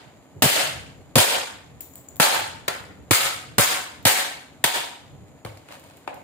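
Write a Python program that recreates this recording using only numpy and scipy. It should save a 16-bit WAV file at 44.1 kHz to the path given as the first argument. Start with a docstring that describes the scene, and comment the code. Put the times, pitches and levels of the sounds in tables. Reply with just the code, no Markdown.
"""Pliers on a plastic housing

Steel pliers hammer the plastic housing of a small appliance, eight blows in a bare, echoing room.
Each blow is filtered noise: a snap, a crush of small fractures and a thump of the hollow shell, all with echo.
Loose jaws tick between swings; then air stirs, the pliers are laid on the table, and fingers tap and slide
on the housing. Room hush, hiss and low rumble lie beneath. A phone's limiter ducks loud blows."""
import sys
import numpy as np
from scipy import signal
from scipy.fft import rfft, irfft, next_fast_len
from scipy.io import wavfile
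from scipy.ndimage import uniform_filter1d, minimum_filter1d, map_coordinates

SR = 44100
rng = np.random.default_rng(int(sys.argv[2]) if len(sys.argv) > 2 else 0)


def materialize(psi):
    """Save the field psi as 16-bit PCM at rate SR to the path in sys.argv[1].

    A 1-D psi becomes a single channel; in a 2-D psi each row is a channel.
    """
    bounded = np.clip(np.atleast_2d(psi).T, -1, 1)
    quanta = np.round(bounded * 32767).astype(np.int16)
    wavfile.write(sys.argv[1], SR, quanta)


N = 275079
TIME_S = np.arange(N) / SR
AGE_S = np.arange(SR // 4) / SR  # time since a contact

# Hammer blows. Each row: start in seconds, gain of the whole blow in dB, crush gain in dB,
# crush length in seconds, thump gain in dB, thump length in seconds, thump pitch in Hz,
# base treble tilt in dB per decade, panel mode in Hz, rib mode in Hz, air stirred by the lift before it in dB.
BLOW_ROWS = [(0.4215, -3.5, -4.5, 0.08, -1.5, 0.036, 164.4, 2.5, 646, 2930, -56),
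             (1.1556, -5, -3, 0.074, -2, 0.034, 138, 1, 500, 900, -44),
             (2.1990, -4, -5.5, 0.041, -5.5, 0.0027, 212, -1, 860, 1450, -49.5),
             (2.6796, -15.5, -28, 0.006, -21, 0.0052, 130, -3.5, 1380, 1920, -46),
             (3.109, -4, -7, 0.048, -4.5, 0.0083, 138, 4, 1280, 2130, -47),
             (3.5820, -3.5, -5, 0.048, -5.5, 0.016, 144.4, 3.5, 1035, 1470, -48),
             (4.0522, -6, -4, 0.04, -7.5, 0.01, 136, 2.5, 877, 1760, -65),
             (4.64, 0, -14.5, 0.021, -19.5, 0.0058, 171.5, 4.5, 920, 3460, -67)]
# Light contacts with table and housing. Each row: start in seconds, gain in dB, thump gain in dB,
# treble tilt in dB per decade, panel mode in Hz, rib mode in Hz.
KNOCK_ROWS = [(5.4488, -32, -2, -8.5, 534, 11900), (5.461, -38.5, -2, -15, 320, 1200),
              (5.572, -49, -11, -1, 596, 5000), (5.686, -45, -23, -11, 1610, 2510),
              (5.706, -44, -20, -18, 850, 2800), (5.7217, -43, -22, -4, 1100, 2900),
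              (5.795, -51, -7, 10, 800, 14100), (5.838, -53, -16, 4.5, 700, 9000),
              (5.969, -51, -3, 17, 600, 3000), (6.0759, -26, -27, -21.5, 810, 2380),
              (6.142, -49.5, 2, 5, 800, 13000)]
# Plier jaws touching. Each row: start in seconds, relative level in dB,
# lower and upper mode in dB over the click.
JAW_TICKS = [(1.8067, -20.5, 8, 10), (1.8093, -21.5, 15.5, 2), (1.936, -37, 25, 0), (1.956, -24.5, 14, 22),
             (2.086, -30, 31, 21), (2.1585, -31, 5, 15), (2.167, -30, 12, 4), (4.027, -40, 10.5, 0)]
# Steel jaw modes. Each row: frequency in Hz, width in Hz.
JAW_MODES = [(7036, 120), (7690, 90)]
# Housing resonances. Each row: frequency in Hz, width in Hz, strength in dB over a flat base.
SHELL_MODES = [(559, 29, 4), (586, 6.7, -3.5), (743.6, 19, 8), (904, 8.2, 7), (934, 12, 1.5),
               (1536, 15, 3.5), (1735, 86, -3), (2230, 140, -4), (3160, 100, -7), (3980, 150, -5.5)]
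# Table top resonances. Each row: frequency in Hz, width in Hz, strength in dB over a flat base.
TABLE_MODES = [(98, 25, 23), (312, 33, 23), (474, 30, 14)]
# Spectrum of struck plastic. Each row: frequency in Hz, relative density in dB per Hz.
PLASTIC_SPECTRUM = [(40, -57), (200, -6.5), (350, -0.5), (600, 3.5), (1200, 1.5), (2200, 2.5), (3600, 1.5),
                    (4800, -1), (5800, -6.5), (7200, -1.5), (8800, -3), (11000, -6.5), (15500, -7.5)]
# Spectrum of the shell's thump. Each row: multiple of its pitch, relative density in dB per Hz.
THUMP_SPECTRUM = [(.15, -32), (.4, -11.5), (.75, 9), (1.3, 3.5), (2.4, 0), (4, -4.5), (8, -12), (25, -55)]
# Spectrum of a steel click. Each row: frequency in Hz, relative density in dB per Hz.
CLICK_SPECTRUM = [(300, -31), (2500, -11), (4200, -8), (5700, -11), (7300, -4), (10000, -5.5), (15000, 8)]
# Spectrum of the room hush. Each row: frequency in Hz, relative density in dB per Hz.
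HUSH_SPECTRUM = [(15, -76.5), (25, -48), (87, -6.5), (127, -7), (229, -8), (285, -1.5), (344, -12),
                 (516, -11), (624, -9.5), (1230, -20), (1440, -25), (2110, -25), (4610, -47.5), (6920, -42),
                 (16000, -41)]
# Spectrum of stirred air and of the table boom. Each row: frequency in Hz, relative density in dB per Hz.
RUMBLE_SPECTRUM = [(25, -37.5), (60, -5.5), (95, 0), (160, -4), (260, -15), (500, -14.5), (1500, -57.5)]
# Colour of the microphone ports. Each row: frequency in Hz, left minus right in dB.
PORT_DIFFERENCE = [(200, 2), (900, -0.5), (3000, 1), (5500, 1), (7000, 6.5), (8600, -6.5), (11000, 1),
                   (14500, 7.5)]
# Decay of the room. Each row: frequency in Hz, time to fall 60 dB in seconds.
ROOM_T60 = [(150, 0.52), (550, 0.59), (1400, 0.61), (3600, 0.57), (8000, 0.5), (15000, 0.38)]
# Fingers sliding on the housing. Each row: firmest grip in seconds, level in dB,
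# rise in seconds, fade in seconds.
SLIDE_ROWS = [(5.725, -42.5, 0.023, .05), (5.91, -54.5, .04, .08)]

EARLIER_BLOW_S = -0.44  # the blow before the scene opens
LIFT_MIDDLE_SHARE, LIFT_SPREAD_SHARE = 0.49, 0.32  # of the pause between blows
DOWNSWING_LEAD_S, DOWNSWING_SPREAD_S, DOWNSWING_DB = 0.035, 0.055, -48.5
# a last soft swell of low rumble before the pliers land
LAST_SWELL_S, LAST_SWELL_SPREAD_S, LAST_SWELL_DB = 5.2, 0.16, -46.5
STILL_AIR_DB = -59.5  # rumble while the arm rests
GRIP_DB = -62  # steady faint rub of the holding hand
LANDING_S, TABLE_START_DB, TABLE_T60_S = 5.45, -39, 0.55
BAND_LIMIT_HZ = 15450


def amp(db):
    """Decibels to gain."""
    return 10 ** (np.asarray(db) / 20)


def unit(x):
    """Scale to rms 1."""
    return x / np.sqrt(np.mean(x ** 2) + 1e-20)


def along(points, hz):
    """Interpolate (Hz, value) points on a log frequency axis."""
    point_hz, values = np.transpose(points)
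    return np.interp(np.log(hz + 1e-3), np.log(point_hz), values)


def wobble(knots_per_s):
    """A smooth random curve through evenly spaced knots."""
    knots = rng.standard_normal(int(N * knots_per_s / SR) + 4)
    return map_coordinates(knots, [TIME_S * knots_per_s])


def swell(middle_s, spread_s):
    """A smooth rise and fall."""
    return np.exp(-((TIME_S - middle_s) / spread_s) ** 2)


def add(track, start_s, sound):
    """Mix a stereo sound into the track."""
    part = track[:, round(start_s * SR):][:, :sound.shape[1]]
    part += sound[:, :part.shape[1]]


def coloured(x, gain):
    """Causal minimum-phase filter, built by folding the cepstrum of gain(hz)."""
    n = x.shape[-1]
    m = 2 * next_fast_len(n // 2 + 4096)
    hz = np.fft.rfftfreq(m, 1 / SR)
    cepstrum = irfft(np.log(np.maximum(gain(hz), 1e-6)))
    cepstrum[..., 1:m // 2] *= 2
    cepstrum[..., m // 2 + 1:] = 0
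    response = np.exp(rfft(cepstrum))
    return irfft(rfft(x, m) * response, m)[..., :n]


def noise(size, alike):
    """Stereo noise with a shared part that reaches the left port 4 samples first."""
    shared = rng.standard_normal(size)
    share = np.clip(alike, 0, 1)
    common = np.array([shared, np.roll(shared, 4)])
    separate = rng.standard_normal((2, size))
    return np.sqrt(share) * common + np.sqrt(1 - share) * separate


def resonances(modes, hz):
    """Gain of (Hz, width Hz, dB) modes standing on a flat base."""
    power = sum(amp(db) ** 2 / (1 + (2 * (hz - mode_hz) / width_hz) ** 2)
                for mode_hz, width_hz, db in modes)
    return np.sqrt(1 + power)


def burst(envelope, gain, alike):
    """A dense run of tiny impulses through a body, with the energy of its envelope."""
    sound = coloured(envelope * noise(len(envelope), alike), gain)
    return unit(sound) * np.sqrt(np.mean(envelope ** 2))


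def in_room(envelope, gain, wet_db, alike):
    """A contact's direct burst plus the diffuse echo that it feeds; treble dies first."""
    hz, t, z = signal.stft(rng.standard_normal((2, SR)), SR, nperseg=256)
    # reflections arrive in clumps, each with its own colour
    clumps = uniform_filter1d(rng.standard_normal(z.shape[1:]), size=6, axis=0)
    clumps = unit(uniform_filter1d(clumps, size=4, axis=1))
    clumps_db = 1.7 * clumps + 0.7 * rng.standard_normal(len(t))
    decay_db = -60 * t / along(ROOM_T60, hz)[:, None]
    tail = signal.istft(z * amp(clumps_db + decay_db), SR, nperseg=256)[1][:, :SR]
    # the echo builds up while the contact lasts; energy fed in later has had less time to die
    fed = np.cumsum(envelope ** 2 * amp(60 * AGE_S / along(ROOM_T60, 2000)) ** 2)
    build = np.sqrt(np.interp(np.arange(SR) / SR - 0.003, AGE_S, fed, left=0))  # 3 ms late
    contact_rms = np.sqrt(np.sum(envelope ** 2) / SR)
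    sound = amp(wet_db) * unit(coloured(build * tail, gain)) * contact_rms
    add(sound, 0, burst(envelope, gain, alike))
    return sound


def plastic(tilt_db_per_decade, struck_modes):
    """Gain of the housing: its own resonances and those of the spot that is struck."""
    strengths = rng.standard_normal(1024)  # every contact excites the crowded small modes differently

    def gain(hz):
        crowd_db = 1.9 * np.interp(hz, np.linspace(0, SR / 2, len(strengths)), strengths)
        tilt_db = tilt_db_per_decade * np.log10(np.maximum(hz, 600) / 1000)
        level = amp(along(PLASTIC_SPECTRUM, hz) + tilt_db + crowd_db)
        return level * resonances(SHELL_MODES + struck_modes, hz)
    return gain


def click_gain(hz):
    """Spectrum of steel in a brief hard contact."""
    return amp(along(CLICK_SPECTRUM, hz))


def snap(length_s):
    """Force of one hard contact: a quick rise and a fall within milliseconds."""
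    rise = 1 - np.exp(-AGE_S / (0.19 * length_s))
    return rise * np.exp(-(AGE_S / length_s) ** 2)


def thump(length_s, boom_hz):
    """The hollow shell is shoved at impact, and again when the pliers come to a stop."""
    shove = np.exp(-AGE_S / 0.052) * np.exp(-(AGE_S / length_s) ** 4)
    stop = 0.78 * np.exp(-((AGE_S - length_s) / 0.0028) ** 2)
    return in_room(shove + stop, lambda hz: amp(along(THUMP_SPECTRUM, hz / boom_hz)), wet_db=-23, alike=0.65)


def motion():
    """Strength of stirred air: a slow lift and fast downswing for each blow, then a last soft swell."""
    strength = amp(LAST_SWELL_DB) * swell(LAST_SWELL_S, LAST_SWELL_SPREAD_S)
    last_s = EARLIER_BLOW_S
    for start_s, *_, lift_db in BLOW_ROWS:
        pause_s = start_s - last_s
        lift = swell(last_s + LIFT_MIDDLE_SHARE * pause_s, LIFT_SPREAD_SHARE * pause_s)
        downswing = swell(start_s - DOWNSWING_LEAD_S, DOWNSWING_SPREAD_S)
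        strength = strength + amp(lift_db) * lift + amp(DOWNSWING_DB) * downswing
        last_s = start_s
    return strength


def background():
    """Room hush, a narrow band of hiss and lumps of stirred air, all shaped noise."""
    hush = unit(coloured(noise(N, alike=0.8), lambda hz: amp(along(HUSH_SPECTRUM, hz))))
    hiss = unit(coloured(noise(N, alike=0.2), lambda hz: 1 / (1 + ((hz - 7000) / 380) ** 2)))
    rumble = coloured(noise(N, alike=0.49), lambda hz: amp(along(RUMBLE_SPECTRUM, hz)))
    air = unit(amp(3 * wobble(22)) * rumble)
    air_level = np.hypot(amp(STILL_AIR_DB), motion())
    return amp(-53) * hush + amp(-67.5) * hiss + air_level * air


def old_echo():
    """The room is still ringing from an earlier blow."""
    out = np.zeros((2, N))
    blow = in_room(snap(length_s=0.0118), plastic(-1.3, []), wet_db=4.5, alike=0.5)
    add(out, 0, amp(3.5) * blow[:, round(-EARLIER_BLOW_S * SR):])
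    return out


def rubbing():
    """Skin slides over the housing in small catches; each slide tightens and lets go."""
    catches = unit(amp(1.5 * wobble(60) + 3 * wobble(700)))
    pressure = amp(GRIP_DB)
    for grip_s, db, rise_s, fade_s in SLIDE_ROWS:
        fall = np.maximum((grip_s - TIME_S) / rise_s, (TIME_S - grip_s) / fade_s)
        pressure = pressure + amp(db) * np.exp(-fall)
    return burst(catches * pressure, plastic(-6.5, []), alike=0.21)


def table():
    """The table top booms briefly in its own modes when the pliers are put down."""
    out = np.zeros((2, N))
    gain = lambda hz: amp(along(RUMBLE_SPECTRUM, hz)) * resonances(TABLE_MODES, hz)
    decay = amp(TABLE_START_DB - 60 * AGE_S / TABLE_T60_S)
    add(out, LANDING_S, burst(decay, gain, alike=1.0))
    return out


def jaws():
    """The loose steel jaws click together and ring thinly in two modes."""
    out = np.zeros((2, N))
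    contact = snap(length_s=0.0016)
    for start_s, db, *modes_db in JAW_TICKS:
        modes = [(hz, width_hz, mode_db) for (hz, width_hz), mode_db in zip(JAW_MODES, modes_db)]
        gain = lambda hz: click_gain(hz) * resonances(modes, hz)
        add(out, start_s, amp(db + 1.5) * in_room(contact, gain, wet_db=-3, alike=0.48))
    return out


def knocks():
    """The pliers land on the table; fingers tap and creak the broken shell."""
    out = np.zeros((2, N))
    for start_s, db, thump_db, tilt_db, panel_hz, rib_hz in KNOCK_ROWS:
        spot = [(panel_hz, 170, 9), (rib_hz, 0.24 * rib_hz, 5)]
        tap = in_room(snap(length_s=0.004), plastic(tilt_db, spot), wet_db=-1.5, alike=0.4)
        shell = amp(thump_db) * thump(length_s=0.005, boom_hz=89)
        add(out, start_s, amp(db) * (2.43 * tap + shell))
    return out


def blows():
    """A snap, then a spray of small fractures while the pliers drive on into the plastic."""
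    out = np.zeros((2, N))
    for (start_s, db, crush_db, crush_s, thump_db, thump_s, boom_hz,
         tilt_db, panel_hz, rib_hz, _) in BLOW_ROWS:
        spot = [(panel_hz, 110, 6), (rib_hz, 300, 2)]
        knots_s = AGE_S[::40]
        fractures = unit(amp(7.2 * np.interp(AGE_S, knots_s, rng.standard_normal(len(knots_s)))))
        crush_force = fractures * np.exp(-(AGE_S / crush_s) ** 4)
        crush = in_room(crush_force, plastic(tilt_db + 3.5, spot), wet_db=3.5, alike=0.81)
        first = in_room(snap(length_s=0.0075), plastic(tilt_db - 3.0, spot), wet_db=-2.0, alike=0.17)
        # steel meets plastic with a split-second click
        add(first, 0, amp(-4.5) * burst(snap(length_s=0.0016), click_gain, alike=0.3))
        shell = amp(thump_db) * thump(thump_s, boom_hz)
        add(out, start_s, amp(db) * (1.35 * first + amp(crush_db) * crush + shell))
    return out


def scene():
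    """Everything as it reaches two microphone ports; near sounds take each port's own colour."""
    near = old_echo() + rubbing() + table() + jaws() + knocks() + blows()
    sides = np.array([[0.5], [-0.5]])  # left, right
    return background() + coloured(near, lambda hz: amp(along(PORT_DIFFERENCE, hz) * sides))


def limiter(x, ceiling_db, hold_s, release_s):
    """Gain drops almost at once under a loud sound, holds, then recovers quickly."""
    power = np.abs(uniform_filter1d(np.mean(x ** 2, axis=0), size=160))
    needed_db = np.minimum(0, ceiling_db - 10 * np.log10(power + 1e-12))
    half = int(hold_s * SR / 2)
    held_db = minimum_filter1d(needed_db, 2 * half + 1, origin=half)
    keep = np.exp(-1 / (release_s * SR))
    recovering_db = signal.lfilter([1 - keep], [1, -keep], held_db)
    gain_db = uniform_filter1d(np.minimum(held_db, recovering_db), size=48)
    return x * amp(gain_db)


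def record(dry):
    """The phone limits the blows, cuts the deepest bass, rounds peaks and stops at its band limit."""
    limited = limiter(dry, ceiling_db=-9.0, hold_s=0.088, release_s=0.0051)
    lean = signal.sosfilt(signal.butter(2, 48, "high", fs=SR, output="sos"), limited)
    rounded = lean / (1 + (lean / 0.85) ** 6) ** (1 / 6)
    m = next_fast_len(N + SR)
    hz = np.fft.rfftfreq(m, 1 / SR)
    low_pass = 1 / np.sqrt(1 + (hz / BAND_LIMIT_HZ) ** 160)
    return irfft(rfft(rounded, m) * low_pass, m)[:, :N]


dry = scene()
out = record(dry)
materialize(out)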